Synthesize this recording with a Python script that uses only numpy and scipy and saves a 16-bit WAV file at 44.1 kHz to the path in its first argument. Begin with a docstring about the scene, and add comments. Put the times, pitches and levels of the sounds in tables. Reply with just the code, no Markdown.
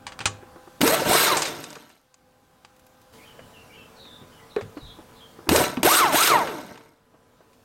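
"""Air impact wrench in a workshop

An air wrench works in short pulls on bolts in a steel plate; a mains hum and rough noise lie behind it. Its
motor is a whine tied to the turning speed, with hiss and roar shaped from noise and ringing casing parts.
Hammer blows and socket clinks are noise cracks with ringing steel; dull knocks are low tones with a puff. At
3.13 s the scene changes, and another set of hum tones is heard; between the two jobs a bird sings outside in
gliding notes; a wall echo and the room's ring are added."""
import sys
import numpy as np
from scipy import signal
from scipy.fft import rfft, irfft
from scipy.io import wavfile
from scipy.ndimage import uniform_filter1d

SR = 44100
rng = np.random.default_rng(int(sys.argv[2]) if len(sys.argv) > 2 else 0)


def waveform_to_disk(signal):
    """Save audio, clipped to [-1, 1], as 16-bit WAV at the path in sys.argv[1]."""
    frames = np.transpose(np.atleast_2d(signal))
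    scaled = np.clip(frames, -1, 1) * 32767
    samples = np.round(scaled).astype(np.int16)
    wavfile.write(sys.argv[1], SR, samples)


N = 336924  # length in samples


def gain_of(db):
    """Turns decibels into amplitude."""
    return 10 ** (np.asarray(db) / 20)


def evened(x):
    """Scales a sound to an rms of 1."""
    return x / np.sqrt(np.mean(x ** 2) + 1e-20)


def read(points, hz):
    """Reads a curve between its points, with frequency on a log axis."""
    f, value = np.transpose(points)
    return np.interp(np.log(hz + 1), np.log(f + 1), value)


def add(mix, s, sound):
    """Mixes a sound in at time s, in seconds."""
    part = mix[round(s * SR):][:len(sound)]
    part += sound[:len(part)]


def coloured(x, points):
    """Filters a sound by a curve of (f/Hz, level/dB) points."""
    hz = np.fft.rfftfreq(len(x), 1 / SR)
    return irfft(rfft(x) * gain_of(read(points, hz)), len(x))


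def resonate(x, hz, width):
    """Rings at hz, with a gain of 1 at the peak: shift down to 0 Hz, smooth, shift back up."""
    turn = np.exp(2j * np.pi * np.cumsum(hz * np.ones(len(x))) / SR)
    r = np.exp(-np.pi * width / SR)
    return 2 * (turn * signal.lfilter([1 - r], [1, -r], x / turn)).real


def wander(size):
    """Smooth random curve with an rms of 1 that changes over about size samples."""
    return evened(uniform_filter1d(uniform_filter1d(rng.standard_normal(N), size), size))


def patchy(x, db):
    """Lets patches of the spectrum swell and sink at random, as turbulent flow does."""
    z = signal.stft(x, nperseg=256)[2]
    patches = rng.standard_normal(z.T.shape).T
    patches = evened(uniform_filter1d(uniform_filter1d(patches, 4, 0), 6, 1))
    return signal.istft(z * gain_of(db * patches), nperseg=256)[1][:N]


# how long the room rings in each band; columns: f/Hz, time to fall 60 dB/s
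ROOM_RING = [(100, .5), (500, .5), (2000, .4), (6000, .28), (14000, .16)]


def room(x):
    """Many small reflections of random sign; each band dies away at its own speed."""
    taps = np.zeros(SR // 2)
    at = np.arange(300, len(taps) - 20, 20)
    taps[at + rng.integers(0, 20, len(at))] = rng.choice([-1., 1.], len(at))
    hz, t, z = signal.stft(taps, SR, nperseg=256)
    fade = gain_of(-60 * t / read(ROOM_RING, hz)[:, None])
    tail = signal.istft(z * fade, SR, nperseg=256)[1]
    return signal.fftconvolve(x, tail / np.linalg.norm(tail))[:N]


# level of the background noise and hum as heard: low after each burst, then creeping back
# columns: t/s, level/dB, treble boost of the noise/dB
BACKGROUND_LEVELS = [
    [(0.0, -52.5, -1), (0.206, -48, -4.5), (0.8, -54, 5.5)],
    [(1.95, -72, 9.5), (2.206, -63, 3.5), (3.12, -58, 5)],
    [(3.14, -51.5, 8), (3.35, -51.5, 3.5), (5.45, -51, 3)],
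    [(6.92, -65.5, 2), (7.158, -59, -1), (7.64, -59.5, 4)],
]
# tone colour of the background noise; columns: f/Hz, relative level/dB
BACKGROUND_COLOUR = [(15, -33), (25, -15), (74, -0.5), (202, -2), (252, -4), (410, -7), (510, -6),
                     (706, -8), (809, -10.5), (1090, -9), (1550, -11), (2040, -19), (14400, -30.5),
                     (16500, -31)]
# hum lines before the cut; columns: f/Hz, relative level/dB
HUM_BEFORE_CUT = [(53.8, -78), (253.0, -73.5), (511.4, -67), (764.4, -74.5), (812.9, -70.5), (1017, -75.5),
                  (1222, -80.5), (1556, -77)]
# hum lines after the cut; columns: f/Hz, relative level/dB
HUM_AFTER_CUT = [(102.3, -66), (247.6, -61.5), (452.2, -58), (500.6, -63.5), (549.1, -67), (748.3, -67.5),
                 (850.6, -65.5), (1001, -63), (1249, -69.5)]
HUM_CUT_AT_S = 3.13  # from here on the second set of hum lines is heard


def hum_of(lines, noise, t):
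    """Each hum line is a pure tone blurred by a narrow band of noise."""
    fuzz = .35
    tones = (gain_of(db) * (np.sin(2 * np.pi * f * t) + fuzz * evened(resonate(noise, f, 10)))
             for f, db in lines)
    return evened(sum(tones))


def background():
    """Patchy broad noise and fuzzy hum lines, heard louder and softer together."""
    s, db, treble_db = np.transpose(np.vstack(BACKGROUND_LEVELS))
    frames, hz, t = N // 256 + 5, np.fft.rfftfreq(1024, 1 / SR), np.arange(N) / SR
    a, b, patches = rng.standard_normal((frames, 513, 3)).T
    patches = evened(uniform_filter1d(uniform_filter1d(patches, 10, 0), 12, 1))
    # the treble boost sets in above 1500 Hz and is full from 3000 Hz
    treble_share = np.clip(np.log2(hz / 1500 + 1e-9), 0, 1)[:, None]
    tilt = treble_share * np.interp(np.arange(frames) * 256 / SR, s, treble_db)
    z = (a + 1j * b) * gain_of(read(BACKGROUND_COLOUR, hz)[:, None] + 1.5 * patches + tilt)
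    air = signal.istft(z, nperseg=1024, noverlap=768)[1][:N]
    air /= np.sqrt(np.mean(air[t < 3] ** 2))
    noise = rng.standard_normal(N)
    before, after = hum_of(HUM_BEFORE_CUT, noise, t), hum_of(HUM_AFTER_CUT, noise, t)
    hum = np.where(t < HUM_CUT_AT_S, gain_of(-2.5) * before, gain_of(-5.0) * after)
    return gain_of(np.interp(t, s, db)) * (air + hum)


# bird notes; columns: start t/s, end t/s, first f/Hz, last f/Hz, relative level/dB
BIRD_NOTES = [(3.173, 3.265, 2050, 2520, -52), (3.245, 3.336, 3150, 2920, -51),
              (3.356, 3.458, 3030, 2940, -56), (3.53, 3.587, 3130, 2750, -52.5),
              (3.553, 3.627, 2740, 2745, -48), (3.685, 3.776, 2285, 2370, -51),
              (3.714, 3.777, 2850, 2940, -51), (3.731, 3.888, 3165, 3030, -53.5),
              (3.766, 3.847, 2675, 2680, -47.5), (3.948, 4.084, 4450, 4100, -52.5),
              (3.975, 4.107, 3890, 3710, -46.5), (4.056, 4.185, 3590, 3535, -48),
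              (4.105, 4.24, 3850, 3610, -53.5), (4.308, 4.416, 3100, 2900, -57),
              (4.386, 4.46, 2060, 1950, -55), (4.487, 4.635, 4120, 3370, -51.5),
              (4.753, 4.828, 4570, 4000, -56), (4.796, 4.934, 3850, 3620, -47),
              (4.848, 4.943, 3990, 4000, -50.5), (4.854, 4.968, 3330, 3340, -50),
              (5.151, 5.227, 4200, 3190, -52), (5.2, 5.277, 3240, 3115, -47.5)]
FUZZ, FUZZ_PER_OCTAVE = .022, 0.13  # waver as a share of pitch; wide glides waver more


def bird():
    """Gliding notes, nearly pure tones, blurred by a quick waver of pitch."""
    out = np.zeros(N)
    waver, warble = wander(size=60), wander(size=200)
    for s, end, first_hz, last_hz, db in BIRD_NOTES:
        fuzz = FUZZ + FUZZ_PER_OCTAVE * abs(np.log2(last_hz / first_hz))
        at = np.arange(round(s * SR), round(end * SR))
        hz = np.geomspace(first_hz, last_hz, len(at)) * (1 + fuzz * waver[at])
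        note = np.sin(2 * np.pi * np.cumsum(hz) / SR) * signal.windows.tukey(len(at), .4)
        add(out, s, gain_of(db - 2.0 + 1.5 * warble[at]) * note)
    return out


# dull knocks of the tool and of things set down; columns: t/s, level/dB, f/Hz
DULL_KNOCKS = [(0.2, -33.5, 118), (0.254, -21.5, 101), (0.426, -35.5, 353), (.559, -36.5, 350),
               (.673, -36, 350), (0.806, -13.5, 289), (0.808, -19, 137), (1.02, -10.5, 540),
               (1.057, -35.5, 113), (1.765, -32.5, 448), (1.868, -78, 222), (3.391, -33, 535),
               (4.214, -41, 136), (4.565, -5.5, 435), (4.584, -14.5, 404), (4.609, -26, 562),
               (4.62, -32, 105), (4.768, -23.5, 297), (4.818, -37.5, 40), (4.987, -34.5, 326),
               (5.389, -35.5, 341), (5.469, -25, 349), (5.487, -8.5, 319), (5.487, -17, 82),
               (5.773, -11.5, 246), (5.795, -24, 199), (5.83, -12, 283), (7.139, -56, 336),
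               (7.405, -51.5, 337)]
KNOCK_CYCLES, KNOCK_LONGEST_S = 27, 0.41  # swings until 60 dB down, and the longest ring
# puff level of a -21 dB knock, dB of puff per dB of knock, shortest time for the puff to fall 60 dB
PUFF_DB, PUFF_GROWTH, PUFF_T60_S = -33.5, .5, 0.068


def knocks():
    """A low tone that dies away, with a puff of dull noise from scuffed rubber and dust."""
    out, t = np.zeros(N), np.arange(16000) / SR
    for s, db, hz in DULL_KNOCKS:
        t60 = min(KNOCK_CYCLES / hz, KNOCK_LONGEST_S)
        puff_db = PUFF_DB + PUFF_GROWTH * (db + 21) - db  # relative to the knock
        colour = [(hz / 4, -20), (hz, 0), (4 * hz, -8), (8 * hz, -30), (30 * hz, -75)]
        puff = evened(coloured(rng.standard_normal(len(t)), colour))
        puff *= gain_of(puff_db - 60 * t / max(t60, PUFF_T60_S))
        ring = 0.58 * np.sin(2 * np.pi * hz * t) * gain_of(-60 * t / max(t60, .01))
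        onset = 1 - np.exp(-t * hz * 3)
        add(out, s, gain_of(db) * onset * (ring + puff))
    return out


# hammer on anvil; columns: t/s, level/dB, colour at 7 kHz/dB, share of motor speed kept
HAMMER_BLOWS = [(0.8146, -3, -14, 0.76), (0.8766, -5.5, -5.5, .7), (0.943, -10, -27.5, 1),
                (5.4911, -5, -9, .99), (5.5609, -9, -2.5, 0.43), (5.6403, -13, -18.5, 0.88),
                (5.8314, -11, -13.5, 0.98), (6.128, -12, -16.5, 0.94), (6.274, -6, -7.5, 0.98)]
HAMMER_T60_S, HAMMER_TOP_DB = 0.035, -13.5  # time for the crack to fall 60 dB; colour at 13 kHz
# socket clinks and rattles; columns: t/s, level/dB, time for the crack to fall 60 dB/s, colour at 7 kHz/dB
SOCKET_CLINKS = [(.0674, -23, 0.11, -12.5), (.1208, -31, .086, -15), (.1911, -22, 0.029, -12),
                 (.2046, -22.5, 0.13, -15), (.2117, -24, 0.047, -23), (.2562, -7, 0.076, -6),
                 (1.3686, -19.5, 0.14, 4), (1.4204, -13.5, 0.069, -3.5), (1.4529, -18, 0.2, -6.5),
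                 (1.6406, -25.5, .033, -3), (1.704, -38, 0.023, 7), (1.7292, -30, 0.019, -8),
                 (1.7544, -32, .056, -10), (1.876, -54, 0.027, -16), (1.9008, -45, 0.098, -11),
                 (2.142, -43, 0.026, 0.5), (2.6487, -34, 0.037, -11), (4.053, -40.5, 0.038, -20.5),
                 (4.563, -22.5, 0.02, -20), (4.611, -31.5, 0.084, -16), (4.7736, -37, 0.095, -20),
                 (5.7702, -19, 0.043, -31), (6.4736, -21, 0.14, -25), (6.7565, -33.5, 0.047, -27),
                 (6.776, -33.5, 0.028, -15), (6.8094, -43, 0.055, -29.5), (7.5307, -51.5, 0.11, -7)]
CLINK_TOP_DB = -55
# thin dry ticks; columns: t/s, level/dB
DRY_TICKS = [(2.764, -53), (2.795, -50.5), (2.866, -49), (3.0164, -52)]
TICK_T60_S, TICK_HIGH_DB, TICK_TOP_DB = 0.04, -4.5, -3.0
# ringing tones of plate and socket; columns: f/Hz, relative level/dB, longest time to fall 60 dB/s
STEEL_TONES = [(795, -19, 0.22), (1131, -14.5, 0.11), (2404, -11, 0.024), (2530, -12, 0.036),
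               (2890, -20.5, 0.12), (3790, -19, 0.057), (4720, -19, 0.13), (4810, -12.5, 0.087),
               (6800, -14, 0.12), (6100, -17, 0.12), (6180, -14, 0.35), (7400, -18.5, 0.23),
               (7640, -23.5, 0.098), (7830, -22.5, 0.23)]
RING_LASTS = 1.4  # the ring may outlast the crack by this factor


def blows():
    """A crack of noise and the steel ringing after it."""
    out, t = np.zeros(N), np.arange(8000) / SR
    rows = [(s, db, HAMMER_T60_S, high_db, HAMMER_TOP_DB) for s, db, high_db, _ in HAMMER_BLOWS]
    rows += [(*row, CLINK_TOP_DB) for row in SOCKET_CLINKS]
    rows += [(*row, TICK_T60_S, TICK_HIGH_DB, TICK_TOP_DB) for row in DRY_TICKS]
    for s, db, t60, high_db, top_db in rows:
        noise = rng.standard_normal(len(t))
        crack = noise * (gain_of(-60 * t / max(t60, .01)) + 0.39 * np.exp(-t / 0.00033))
        ring = np.zeros(len(t))
        # each blow excites the tones a little differently
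        for (f, tone_db, longest), a, b in zip(STEEL_TONES, *rng.standard_normal((2, len(STEEL_TONES)))):
            fade_db = -60 * t / min(longest, RING_LASTS * t60)
            ring += gain_of(tone_db + 2.0 * a + fade_db) * np.sin(2 * np.pi * f * t + 3 * b)
        colour = [(200, -22.5), (900, 1), (3000, -3), (7000, high_db), (9000, high_db), (13000, top_db)]
        struck = crack + gain_of(-2) * ring
        add(out, s, gain_of(db) * coloured(struck, colour) * (t < .15))
    return out


# pulls of the trigger; columns: open t/s, shut t/s, squeeze time/s, free vane rate f/Hz,
# coasting lag at 1000 Hz/s, then relative levels: hiss/dB, roar/dB, whine/dB,
# coasting hiss/dB, coasting whine/dB, coasting roar/dB; last the share of air still held
TRIGGER_PULLS = [(.808, .927, .008, 925, .063, -21, -23, -20, -24, -24, -20, .45),
                 (1.049, 1.224, .08, 1860, .172, -18, -18, -20, -24, -26, -21, .02),
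                 (5.491, 5.602, .015, 1070, .035, -21, -20, -20, -20, -30, -12, .02),
                 (5.83, 5.964, .024, 1790, .114, -16, -21, -18, -26, -18, -20, .15),
                 (6.117, 6.26, .04, 1740, .144, -17, -22, -19, -28, -19, -18, .02)]
SPIN_UP_S, VENT_S = .074, .032  # motor lag; fading of the air pressure after shutting
DRAG_HZ_PER_S, STALL_S = 383, .004  # dry friction; time scale of a stall
WINDAGE = .705  # the coasting lag shortens with speed to this power
LINGER_S, CUT_S = 0.018, 0.036  # the exhaust blows on after the trigger shuts, then cuts
HELD_S = .3  # a trigger that is not quite let go eases off over this time
CHOKE_DB, CHOKE_S = -8.5, .04  # a blow that halves the speed chokes the whine; recovery time
SPIT_T60_S = 0.059  # from rest, the valve spits as it opens; time to fall 60 dB


def motor():
    """Air follows the trigger; the rotor chases its free speed, coasts against friction, stalls at blows."""
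    step = .0005  # s
    t = np.arange(0, N / SR + step, step)
    opens, shuts, squeeze, *rest, held = np.transpose(TRIGGER_PULLS)[:, :, None]
    trigger = np.clip((t - opens) / squeeze, 0, 1)
    air = (trigger * np.exp(-np.maximum(t - shuts, 0) / VENT_S)).max(axis=0)
    after = np.maximum(t - shuts - LINGER_S, 0)
    still_held = np.clip(held, 0, 1) * np.exp(-(after / HELD_S) ** 2)
    flow = (np.sqrt(trigger) * np.maximum(np.exp(-after / CUT_S), still_held)).max(axis=0)

    # the settings of the latest pull stay in force until the next one
    pull = np.maximum((t > opens).sum(axis=0) - 1, 0)
    free_hz, coast_s, *levels = (column[pull, 0] for column in rest)
    stall = sum(-np.log(np.clip(kept, .1, 1)) * np.exp(-((t - s) / STALL_S - 1) ** 2)
                for s, _, _, kept in HAMMER_BLOWS)
    stall = stall / (STALL_S * np.sqrt(np.pi))

    push = air * free_hz / SPIN_UP_S - (1 - air) * DRAG_HZ_PER_S
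    loss = air / SPIN_UP_S + stall
    hz = np.zeros(len(t))  # vane rate
    for i in range(1, len(t)):
        windage = (1 - air[i]) / coast_s[i] * (hz[i - 1] / 1000) ** WINDAGE
        hz[i] = max(hz[i - 1] + step * (push[i] - (loss[i] + windage) * hz[i - 1]), 0)

    choke = signal.lfilter([step], [1, -np.exp(-step / CHOKE_S)], stall)
    choke_db = CHOKE_DB / np.log(2) * choke
    rested = np.interp(opens, t, hz) < 200
    spit = (rested * (t > opens) * gain_of(-60 * np.abs(t - opens) / SPIT_T60_S)).sum(axis=0)
    curves = (hz, flow, spit, choke_db, *levels)
    return [np.interp(np.arange(N) / SR, t, curve) for curve in curves]


# overtones of the whine; columns: multiple of the vane rate, relative level/dB
WHINE_OVERTONES = [(1, 0), (2, -10), (3, -12), (4, -16)]
# whine while air drives the motor; columns: vane rate f/Hz, relative level/dB
DRIVEN_WHINE = [(90, -37.5), (220, 5), (400, 1.5), (600, -2.5), (780, -2), (1000, -6.5), (1300, -2),
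                (1520, -16)]
# whine while the motor runs down; columns: vane rate f/Hz, relative level/dB
COASTING_WHINE = [(60, -60), (200, -34), (330, -21), (520, -18), (750, -10), (920, 1), (1350, 1),
                  (1520, -8)]
# tone colour of the hiss; columns: f/Hz, relative level/dB
HISS_COLOUR = [(590, -50.5), (1000, -13), (1340, -9), (1660, -9.5), (4130, -10.5), (4590, -13),
               (4990, -13.5), (7170, -14), (8550, -8.5), (10700, -18), (11700, -11.5), (15900, -21.5),
               (16500, -55)]
# tone colour of the roar; columns: f/Hz, relative level/dB
ROAR_COLOUR = [(15, -53), (25, -13.5), (291, 4), (651, -5.5), (728, 4), (800, -18), (895, 3), (1190, -13),
               (1540, -6), (1760, -13.5), (2200, -8), (2860, -37.5), (4840, -120)]
# ringing tones of casing and plate; columns: f/Hz, width/Hz, level against the flow/dB
CASING_TONES = [(155, 15, 5), (308, 50, -1.5), (451, 7.3, 8), (602, 31, 9.5), (753, 12, 3), (1147, 24, 2),
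                (1332, 29, 6), (1518, 40, 1), (2160, 53, -7), (2817, 38, 1), (3640, 40, 0.5), (3970, 30, 1),
                (5260, 45, -0.5), (6800, 94, 0.5), (8130, 150, -2.5), (11700, 200, 0.5), (12800, 130, 1.5)]
HISS_DB_PER_OCTAVE, ROAR_DB_PER_OCTAVE = 9.0, 9.5  # running down, counted from 1000 Hz
FLOW_DB_PER_OCTAVE = 1  # the driven hiss grows with speed
LABOUR_DB_PER_OCTAVE = -2  # the driven roar is stronger while the motor labours
BRIGHT_DRIVEN_DB, BRIGHT_COAST_DB = -1, -5.5  # treble of the hiss
SPIT_HISS_DB, SPIT_ROAR_DB = 2.4, 6.7  # spit above the pull's own levels
TAKE_UP_HZ = 240  # below this vane rate the rotor is too slow to pass much air


def wrench():
    """Vanes chop the air: a whine, hiss that puffs with each vane, a low roar and loose parts that tick."""
    (hz, open_, spit, choke_db, hiss_db, roar_db, whine_db,
     coast_hiss_db, coast_whine_db, coast_roar_db) = motor()
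    driven = np.clip(2 * open_ - 1, 0, 1)  # a trickle of air does not drive the rotor
    octaves = np.log2(hz / 1000 + 1e-3)

    passing = open_ * np.minimum(hz / TAKE_UP_HZ, 1) ** 2
    hiss_gain = passing * gain_of(hiss_db + FLOW_DB_PER_OCTAVE * octaves)
    hiss_gain += spit * gain_of(hiss_db + SPIT_HISS_DB)
    hiss_gain += (1 - open_) * gain_of(coast_hiss_db + HISS_DB_PER_OCTAVE * octaves)
    roar_gain = passing * gain_of(roar_db + LABOUR_DB_PER_OCTAVE * np.maximum(octaves, -1.5))
    roar_gain += spit * gain_of(roar_db + SPIT_ROAR_DB)
    roar_gain += (1 - open_) * gain_of(coast_roar_db + ROAR_DB_PER_OCTAVE * octaves)
    driven_db = whine_db + choke_db + read(DRIVEN_WHINE, hz)
    coasting_db = coast_whine_db + read(COASTING_WHINE, hz)
    whine_gain = (hz > 0) * gain_of(driven * driven_db + (1 - driven) * coasting_db)

    turns = np.cumsum(hz * (1 + .015 * wander(size=60)) + 16 * wander(size=300)) / SR  # vanes passed
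    whine = evened(sum(gain_of(db) * np.cos(2 * np.pi * k * turns) for k, db in WHINE_OVERTONES))
    whine *= gain_of(2.8 * wander(size=150))

    puffs = (0.76 + np.exp(-(turns % 1) / .3)) * rng.standard_normal(N)
    puffs *= gain_of(0.97 * wander(size=200))
    # loose parts tick at random, about 130 times a second; they stand out as the motor slows
    ticks = gain_of(4.5 * np.minimum(rng.exponential(1, N), 1.7)) * (rng.random(N) < 130 / SR)
    ticks = evened(coloured(ticks * rng.standard_normal(N), [(3000, -20), (8000, 0)]))
    tick_gain = gain_of(-10 + 4.0 * np.log2(700 / np.maximum(hz, 250)))
    air = evened(puffs) + tick_gain * ticks
    hiss = evened(patchy(coloured(air, HISS_COLOUR), 2.5))
    bright_db = BRIGHT_COAST_DB + (BRIGHT_DRIVEN_DB - BRIGHT_COAST_DB) * open_
    hiss = hiss + (gain_of(bright_db) - 1) * coloured(hiss, [(5000, -63.5), (7000, 2)])

    roar = evened(coloured(rng.standard_normal(N), ROAR_COLOUR)) * gain_of(3.2 * wander(size=300))
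    # at high speed the puffs merge and the bottom of the roar thins out
    roar -= np.clip(hz / 1300, 0, .9) * coloured(roar, [(300, -1.5), (420, -40)])

    flow = gain_of(-3) * hiss_gain * hiss + gain_of(-8) * roar_gain * roar
    # the casing and the plate ring along with the flow
    rung = sum(gain_of(db) * resonate(flow, f, width) for f, width, db in CASING_TONES)
    return flow + rung + coloured(whine_gain * whine, [(2200, 1), (2900, -10.5), (4000, -12.0)])


ECHO_S, ECHO_DB = .062, -6  # far wall
ROOM_DB = -21  # near sources sent into the room's ring


def scene():
    """Near sources with a wall echo of the tool and the room; the bird is both direct and in the room."""
    tool, song = wrench(), bird()
    near = tool + blows() + knocks()
    echo = coloured(tool, [(500, -12.5), (900, -2.5), (1700, -2.5), (2600, -20.5)])
    add(near, ECHO_S, gain_of(ECHO_DB) * echo)
    reverb = room(gain_of(ROOM_DB) * near + 0.39 * song)
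    return (near + 0.93 * song + reverb + background())[None]


EDGE_HZ = 16050  # little is left above this


def record(dry):
    """Rounds off loud peaks softly, then removes the highest treble."""
    soft = .75 * np.tanh(dry / .75)
    low_pass = signal.firwin(511, EDGE_HZ, window=("kaiser", 9), fs=SR)
    return signal.oaconvolve(soft, low_pass[None], "same")


dry = scene()
out = record(dry)
waveform_to_disk(out)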